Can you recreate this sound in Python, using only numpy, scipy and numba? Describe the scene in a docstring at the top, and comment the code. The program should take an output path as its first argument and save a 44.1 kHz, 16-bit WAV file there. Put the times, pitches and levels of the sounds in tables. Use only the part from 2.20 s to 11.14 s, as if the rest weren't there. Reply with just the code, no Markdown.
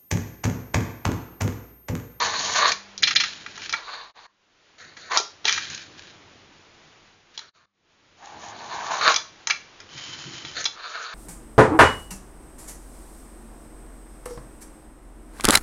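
"""Finger-sized skateboard on a table

Four short passages of a tiny board heard close by on a hard table top, made by source-filter synthesis.
Random grit under the wheels excites resonances of deck and axles; blows ring decaying modes; stick-slip
knocks make the deck scrape along a bench. A small room answers with a decaying noise tail, over filtered
hiss, table rumble and faint hum. One short block of sound plays twice and the level dips briefly twice.
"""
import sys
import numpy as np
from scipy import signal
from scipy.fft import rfft, irfft
from scipy.io import wavfile
from scipy.ndimage import uniform_filter1d
from numba import njit

SR = 44100
rng = np.random.default_rng(int(sys.argv[2]) if len(sys.argv) > 2 else 0)


def log_audio(samples):
    """Write samples as a 16-bit WAV file to the path given in sys.argv[1]."""
    # one column per channel
    frames = np.atleast_2d(samples).T
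    # limit to full scale, then quantise
    limited = np.clip(frames, -1, 1)
    pcm = np.round(limited * 32767).astype(np.int16)
    wavfile.write(sys.argv[1], SR, pcm)


N = 394254
T = np.arange(N) / SR


def undb(db):
    """Decibels: convert a level to an amplitude ratio."""
    return 10 ** (np.asarray(db) / 20)


def unit(x):
    """Normalisation: scale to rms 1."""
    return x / np.sqrt(np.mean(x ** 2))


def columns(tables):
    """Linear interpolation: control curves of several spans, and a gate that is open inside them."""
    rows = np.vstack(tables)
    gate = np.zeros(N)
    for table in tables:
        start_s, end_s = table[0][0], table[-1][0] + .007
        gate[int(start_s * SR):int(end_s * SR)] = 1
    curves = [np.interp(T, rows[:, 0], column) for column in rows[:, 1:].T]
    return curves + [uniform_filter1d(gate, size=200)]


@njit
def bandpass(x, centre_hz, width_hz):
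    """State-variable resonance: a band-pass with a moving centre, gain 1 there."""
    y = np.empty(len(x))
    band, low = 0., 0.  # the two integrator states
    for i in range(len(x)):
        g = np.tan(np.pi * centre_hz[i] / SR)
        damping = width_hz / centre_hz[i]
        v = (band + g * (x[i] - low)) / (1 + g * (g + damping))
        band, low = 2 * v - band, low + 2 * g * v
        y[i] = damping * v
    return y


def ring(x, resonances):
    """Superposition: a sum of fixed resonances with alternating signs, at rms 1."""
    total = np.zeros(N)
    for k, (hz, width_hz, db) in enumerate(resonances):
        total += (-1) ** k * undb(db) * bandpass(x, np.full(N, 1. * hz), 1. * width_hz)
    return unit(total)


def walk(rate):
    """Slow random modulation: levels drawn `rate` times a second and smoothed, spread near 1."""
    hold = int(SR / rate)
    steps = np.repeat(rng.standard_normal(N // hold + 1), hold)
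    return np.sqrt(3 / 2) * uniform_filter1d(steps, hold)[:N]


def grit(rate, spread_db, rubbing):
    """Random impulse excitation: tiny knocks of uneven size over a share of smooth rubbing."""
    size = rng.standard_normal(N) * undb(spread_db * rng.exponential(size=N))
    knocks = (rng.random(N) < rate / SR) * size
    return unit(knocks) + rubbing * rng.standard_normal(N)


# Wheels on the table, one curve per roll. Each row: time in seconds, rumble level in dB.
ROLLS = [
    [(0, -27.5), (0.07, -31.5), (0.3, -34), (0.344, -34)],
    [(0.353, -20.5), (0.4, -23.5), (0.43, -21), (0.49, -18), (0.515, -30)],
    [(1.565, -37.5), (1.62, -47.5), (1.73, -38), (1.8, -41), (1.83, -47), (1.9, -51), (2.06, -50.5)],
    [(2.58, -53.5), (2.6, -49), (2.67, -54), (2.76, -62.5), (2.775, -52), (2.81, -54), (2.885, -48)],
    [(2.895, -46.5), (2.915, -26), (2.965, -26.5)],
    [(5.21, -51), (5.28, -57), (5.36, -60), (5.45, -67)],
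    [(5.97, -62), (6.02, -47.5), (6.2, -47.5), (6.26, -42.5), (6.45, -40), (6.52, -35), (6.6, -34.5),
     (6.67, -31), (6.8, -28.5)],
    [(6.81, -25), (6.88, -17), (6.92, -23), (6.94, -31)],
    [(8.345, -48.5), (8.365, -35.5), (8.405, -34.5), (8.435, -47.5)],
    [(8.53, -51.5), (8.64, -37), (8.72, -37.5), (8.755, -34), (8.8, -36.5), (8.84, -33), (8.94, -39)],
]
# Colour of each roll at the reference level. Each row: rumble pitch in Hz, then deck ring, axle ring and
# treble grit in dB over the rumble.
ROLL_COLOUR = [(975, -2, -2, 1.5), (990, -3.5, -8.5, -8.5), (1140, -5, -3, -16), (1400, 2, 1, -4),
               (1010, -3, -7.5, -8), (1430, -4.5, -2.5, -11), (920, -7.5, -13, -9), (1080, -5.5, -8.5, -6),
               (1340, 1, -1.5, 0), (1310, -7.5, -7, -14)]
# Resonances of the deck. Each row: centre in Hz, width in Hz, relative level in dB.
DECK_RING = [(470, 40, 1.5), (563, 270, -3), (697, 190, -2.5), (1231, 89, -1), (1470, 30, -2.5),
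             (1795, 250, 3.5), (2180, 300, -1)]
# Resonances of the axles. Each row: centre in Hz, width in Hz, relative level in dB.
AXLE_RING = [(3510, 86, -4), (4120, 730, 2), (4556, 500, 1)]
REFERENCE_DB = -35
PITCH_HZ_PER_DB, AXLE_DB_PER_DB, TREBLE_DB_PER_DB = 7.5, 0.1, -0.1035  # harder rolling is higher and duller
DRIFT_DB, DRIFT_PER_S, FLICKER_DB, FLICKER_PER_S = 2, 14, 3.5, 28  # of axle ring, of treble


def wheels():
    """Forced vibration: the table grain shakes deck and axles, and each band's level wanders."""
    rolls = [[row + colour for row in roll] for roll, colour in zip(ROLLS, ROLL_COLOUR)]
    db, hz, deck_db, axle_db, treble_db, gate = columns(rolls)
    effort = db - REFERENCE_DB
    axle_db = axle_db + AXLE_DB_PER_DB * effort + DRIFT_DB * walk(DRIFT_PER_S)
    treble_db = treble_db + TREBLE_DB_PER_DB * effort + FLICKER_DB * walk(FLICKER_PER_S)
    grain, fine = grit(3500, 1.9, .7), grit(3500, 2., .6)
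    body_wobble, axle_wobble, treble_wobble = [undb(1.8 * walk(rate)) for rate in (60, 70, 30)]
    rumble = unit(bandpass(grain, hz + PITCH_HZ_PER_DB * effort, 240.0))
    body = (rumble + undb(deck_db) * ring(grain, DECK_RING)) * body_wobble
    axles = undb(axle_db) * ring(grain, AXLE_RING) * axle_wobble
    treble = undb(treble_db) * ring(fine, [(6530, 1400, -4.0), (3120, 970, -8)]) * treble_wobble
    return gate * undb(db) * (body + axles + treble)


# Blows of the board. Each row: start in seconds, dry peak in dB, colour below 1 kHz, near 2 kHz and near
# 6 kHz in dB over that near 4 kHz, time scale of the noise burst in ms.
HITS = [(0.518, -7.5, -18, -5, 4, 3.6), (0.778, -19, -24, -26, -1, 0.83), (0.951, -15.5, -40, 16, 21, 10.6),
        (0.959, -4, -43, -8, -10, 3), (0.964, -1.5, -38, -16.5, -14, 3.4), (0.999, -9, -34, -7, -6.5, 15),
        (1.035, -10.5, -25, 2.5, -3, 8.9), (1.262, -22, -18, 6, -8, 2.8), (1.376, -27, -1.5, 6, 6.5, 4.6),
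        (1.418, -26.5, -17.5, -8, -8, 4.9), (1.494, -14.5, -27, -1.5, 1.5, 0.79),
        (1.526, -10.5, -19.5, -5, 1, 2.1), (1.535, -10.5, -9.5, 10.5, -2.5, 7),
        (2.767, -32.5, -15, 2, 1, 7.4), (2.973, 1.5, -13, -15.5, -0.5, 0.81),
        (2.999, -16.5, 3.5, -17, 5, 4.3), (3.244, -26, -14.5, -5, -5, 6), (3.253, -4, -10, -13.5, -3, 1.5),
        (3.28, -7, -37, -5.5, -5, 6.1), (3.293, -5, -22, 1, -2, 2.9), (3.325, -7, -26, -1, 2.5, 1.5),
        (3.376, -13, -17, 12, 2, 5.8), (3.5, -20, -29, -2, 10, 1.6), (3.546, -21.5, -32, -15, 8, 3.2),
        (5.176, -20, -16.5, -26, -7.5, 3), (5.191, -21, -18, -6, -2, 2.8), (6.942, -6.5, -26, -2.5, 2, 1.7),
        (6.96, -5.5, -10, -13, 5, 5.2), (7.271, -5.5, -7, 7.5, 14.5, 2.56), (7.299, -11, -11, 5.5, 0, 2.2),
        (7.305, -6, -18.5, 3.5, -2, 5.6), (7.602, -29.5, -38.5, 0.5, 3, 1.8),
        (8.25, -21, -22.5, -8, -8, 0.68), (8.441, -14.5, -23, -1, 11, 3.5),
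        (8.454, -8.5, -23, -14.5, -4, 5.3), (8.461, -11.5, -12, -8, -0.5, 3.9)]
# Modes of deck, axles and bench. Each row: mean frequency in Hz, mean relative level in dB, t60 in seconds.
BOARD_MODES = [(445.4, 0, 0.049), (910, -6.5, 0.11), (1395, -3, 0.05), (1670, -9, 0.03), (1980, -2, 0.019),
               (2376, -0.5, 0.024), (2813, -11.5, 0.03), (3440, -4, 0.019), (4164, -2.5, 0.021),
               (5800, -5.5, 0.0031)]


def hits():
    """Modal excitation: a short noise burst cracks and rings every mode; where a blow falls sets the colour."""
    early = 96  # samples kept ahead of the blow for the colour filter's pre-ringing
    out, t = np.zeros(N + 8192), np.arange(4096) / SR
    hz, db, t60 = np.transpose(BOARD_MODES)
    f = np.arange(2049) * SR / 4096 + 1  # offset keeps the logarithm finite
    corners_hz = [150, 600, 1800, 3800, 6300, 8000]
    for s, peak_db, low_db, mid_db, top_db, ms in HITS:
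        # every blow scatters mode levels by 3 dB and frequencies by 1.2 %
        level_chance, pitch_chance = rng.standard_normal((2, len(BOARD_MODES))) * [[3], [.012]]
        decay = np.exp(-np.log(1000) * np.outer(t, 1 / t60))
        modes = np.sin(2 * np.pi * np.outer(t, hz * (1 + pitch_chance))) * decay
        body = modes @ undb(db + level_chance - 31)
        body[0] = 1  # passes the bare crack of the burst
        # each blow is a noise burst with a short soft rise, then a weaker decaying tail
        rise = t * 1000 / max(ms, .1)
        envelope = rise * np.exp(-2.4 * rise) + undb(-24) * np.exp(-t / .014)
        burst = rng.standard_normal(len(t)) * envelope
        corners_db = [low_db - 31.0, low_db, mid_db, 0, top_db, top_db - 17]
        colour_db = np.interp(np.log(f), np.log(corners_hz), corners_db)
        blow = np.roll(irfft(rfft(body) * rfft(burst) * undb(colour_db)), early)
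        first = int(s * SR)
        out[first:first + len(blow)] += undb(peak_db) * blow / np.abs(blow).max()
    return out[early:N + early]


def stick_slip(tables, resonances, chatter_db, rate):
    """Stick-slip friction: knocks that come in quick bunches excite resonances."""
    db, gate = columns(tables)
    slip = grit(3000, 2.1, .7) * undb(chatter_db * walk(rate))
    return gate * undb(db) * ring(slip, resonances)


# Deck scraping on the bench, one curve per grind. Each row: time in seconds, level in dB.
GRINDS = [
    [(1.05, -32), (1.15, -40), (1.25, -47), (1.37, -45), (1.4, -36.5), (1.46, -37.5), (1.49, -54)],
    [(3.26, -26), (3.33, -25.5), (3.4, -33.5), (3.55, -38), (3.63, -40.5), (3.7, -58), (3.78, -51),
     (3.82, -47.5), (3.95, -53.5)],
    [(5.14, -51), (5.2, -48)],
]
# Resonances of the grinds. Each row: centre in Hz, width in Hz, relative level in dB.
GRIND_RING = [(1650, 254, 0.5), (2410, 240, 0), (3040, 690, -3), (4050, 720, 1.5), (6100, 6700, -8)]


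def grinds():
    """Stick-slip friction: the deck grinds on the bench."""
    return stick_slip(GRINDS, GRIND_RING, 2.2, 70)


# The long slide of the deck on the bench. Each row: time in seconds, level in dB.
SLIDE = [
    [(7.69, -48.5), (7.79, -38), (8.05, -37), (8.3, -39), (8.345, -40)],
]
# Resonances of the slide. Each row: centre in Hz, width in Hz, relative level in dB.
SLIDE_RING = [(1780, 2000, 7.1), (3080, 110, 21.2), (4100, 170, 4.6), (5800, 230, 2), (5300, 6700, 6.3)]


def slide():
    """Stick-slip friction: the deck slides with a narrow, dominant resonance near 3 kHz."""
    return stick_slip(SLIDE, SLIDE_RING, 2.2, 70)


# The bench knocking against the table while the deck slides. Each row: time in seconds, level in dB.
BENCH = [
    [(7.74, -55), (7.8, -48), (8.3, -49), (8.39, -45), (8.45, -56)],
]
# Resonances of the bench. Each row: centre in Hz, width in Hz, relative level in dB.
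BENCH_RING = [(132, 28, -0.5), (348, 36, -4.5)]


def bench_knocks():
    """Low-frequency resonance: bunched knocks of the bench on the table, slower and more uneven."""
    return stick_slip(BENCH, BENCH_RING, 4, 22)


ROOM_T60_S, ROOM_DB = 0.32, -10.5


def room(x):
    """Reverberation: convolution with dense, exponentially decaying echoes that build up over 10 ms."""
    t = np.arange(int(.6 * SR)) / SR
    decay = np.exp(-np.log(1000) * t / ROOM_T60_S)
    tail = rng.standard_normal(len(t)) * decay * np.minimum(t / .01, 1)
    tail /= np.sqrt(np.sum(tail ** 2))  # unit energy
    return undb(ROOM_DB) * signal.fftconvolve(x, tail)[:N]


# Edges of the four passages. Each entry: time in seconds.
CUTS_S = [0, 2.062, 5.453, 8.56, 9]
# Background of each passage. Each row: fade-in start in seconds, its length in seconds, time at which the
# fade-out line reaches zero in seconds, hiss in dB at start and at end, idle table in dB.
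PASSAGES = [(-1, 1.3, 2.44, -51.5, -48.5, -66), (2, 1.53, 5.65, -49, -55, -61),
            (5.5, 0.8, 10, -53.5, -51, -60.5), (5.44, .9, 11, -49.5, -57, -76)]
FADE_OUT_S = 1.0


def passages():
    """Piecewise envelopes: fade gain, hiss gain and idle table gain, passage by passage."""
    fade, hiss, idle = np.zeros((3, N))
    for start, end, row in zip(CUTS_S, CUTS_S[1:], PASSAGES):
        fade_in, rise_s, silent, first_db, last_db, idle_db = row
        now = (T >= start) & (T < end)
        rise = (T[now] - fade_in) / rise_s
        fall = (silent - T[now]) / FADE_OUT_S
        fade[now] = np.clip(np.minimum(rise, fall), .03, 1)
        hiss[now] = undb(np.interp(T[now], [start, end], [first_db, last_db]))
        idle[now] = undb(idle_db)
    return fade, hiss, idle


# Hand or board pressing on the table top. Each row: start in seconds, end in seconds, dB at start, dB at end.
PRESSES = [(0, 0.546, -43.5, -51.5), (0.817, 1.074, -37.5, -54), (1.09, 1.562, -55.5, -53.5),
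           (2.608, 2.99, -50.5, -55.5), (3.238, 4.901, -50.5, -62.5), (6.1, 6.977, -50.5, -55),
           (7.6, 8.5, -56.5, -56)]
# Resonances of the table. Each row: centre in Hz, width in Hz, relative level in dB.
TABLE_RING = [(91, 20, 1), (157, 22, 0.5), (193, 27, -1), (327, 130, -2.5)]


def table_rumble(idle):
    """Plate resonance: noise shakes the table, more while something presses on it."""
    spans = [[(start, first_db), (end, last_db)] for start, end, first_db, last_db in PRESSES]
    press_db, gate = columns(spans)
    shake = np.maximum(uniform_filter1d(gate, size=2000) * undb(press_db), idle)
    return ring(rng.standard_normal(N), TABLE_RING) * shake * undb(0.97 * walk(35))


# Spectrum of the hiss. Each row: frequency in Hz, relative density in dB per Hz.
HISS_COLOUR = [(30, 9.5), (150, -31.5), (350, -2.5), (800, -1.5), (1200, -1.5), (3300, -4), (7500, -12.5)]


def hiss(gain):
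    """Coloured noise: random noise shaped in the frequency domain, its level drifting slightly."""
    hz, db = np.transpose(HISS_COLOUR)
    f = np.arange(N // 2 + 1) * SR / N + 1
    shape = undb(np.interp(np.log(f), np.log(hz), db)) * (f < 1.1 * TOP_HZ)
    noise = unit(irfft(rfft(rng.standard_normal(N)) * shape, N))
    return noise * gain * undb(.8 * walk(12))


# Partials of the hum. Each row: frequency in Hz, level before its fade in dB rms.
HUM = [(100, -65), (199.5, -55)]
# Fade of the hum. Each row: time in seconds, gain in dB.
HUM_FADE = [(.85, -2.5), (1.1, -6.5), (1.9, -32)]


def hum():
    """Steady sine tones: mains hum that sinks over the first two seconds."""
    tones = sum(undb(db) * np.sqrt(2) * np.sin(2 * np.pi * hz * T) for hz, db in HUM)
    return tones * undb(np.interp(T, *np.transpose(HUM_FADE)))


def background():
    """Superposition: hiss and table rumble under the fades, with the hum outside them."""
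    fade, hiss_gain, idle = passages()
    return fade * (hiss(hiss_gain) + table_rumble(idle)) + hum()


def scene():
    """Superposition: board sounds in the room, echoes cut where a passage ends, over the background."""
    board = wheels() + hits() + grinds() + slide() + bench_knocks()
    total = background()
    for start, end in zip(CUTS_S, CUTS_S[1:]):
        passage = (T >= start) & (T < end)
        total += passage * (board + room(passage * board))
    return total[None]


# Brief dips in level. Each row: centre in seconds, half width in seconds, gain at the centre in dB.
DIPS = [(1.932, 0.037, -41), (5.323, 0.039, -44)]
TWICE_S, BLOCK = .941, 5645  # start of the block that is heard twice, its length in samples
LIMIT, LOW_HZ, TOP_HZ = 1, 41.2, 7000  # peak ceiling, bass and treble cutoffs


def record(dry):
    """Saturation and filtering: peaks are rounded, bass is cut, a block repeats, the level dips, and top is cut."""
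    rounded = LIMIT * np.tanh(dry / LIMIT)
    bass_cut = signal.butter(2, LOW_HZ, "high", fs=SR, output="sos")
    top_cut = signal.cheby1(14, .3, TOP_HZ, fs=SR, output="sos")
    start = int(TWICE_S * SR)
    index = np.arange(N)
    index[start - BLOCK:start] += BLOCK  # the block also replaces the sound just before it
    dip_db = sum(db * np.maximum(1 - np.abs(T - s) / half, 0) ** 1.7 for s, half, db in DIPS)
    edited = signal.sosfilt(bass_cut, rounded)[:, index] * undb(dip_db)
    return signal.sosfilt(top_cut, edited)


dry = scene()
out = record(dry)
log_audio(out)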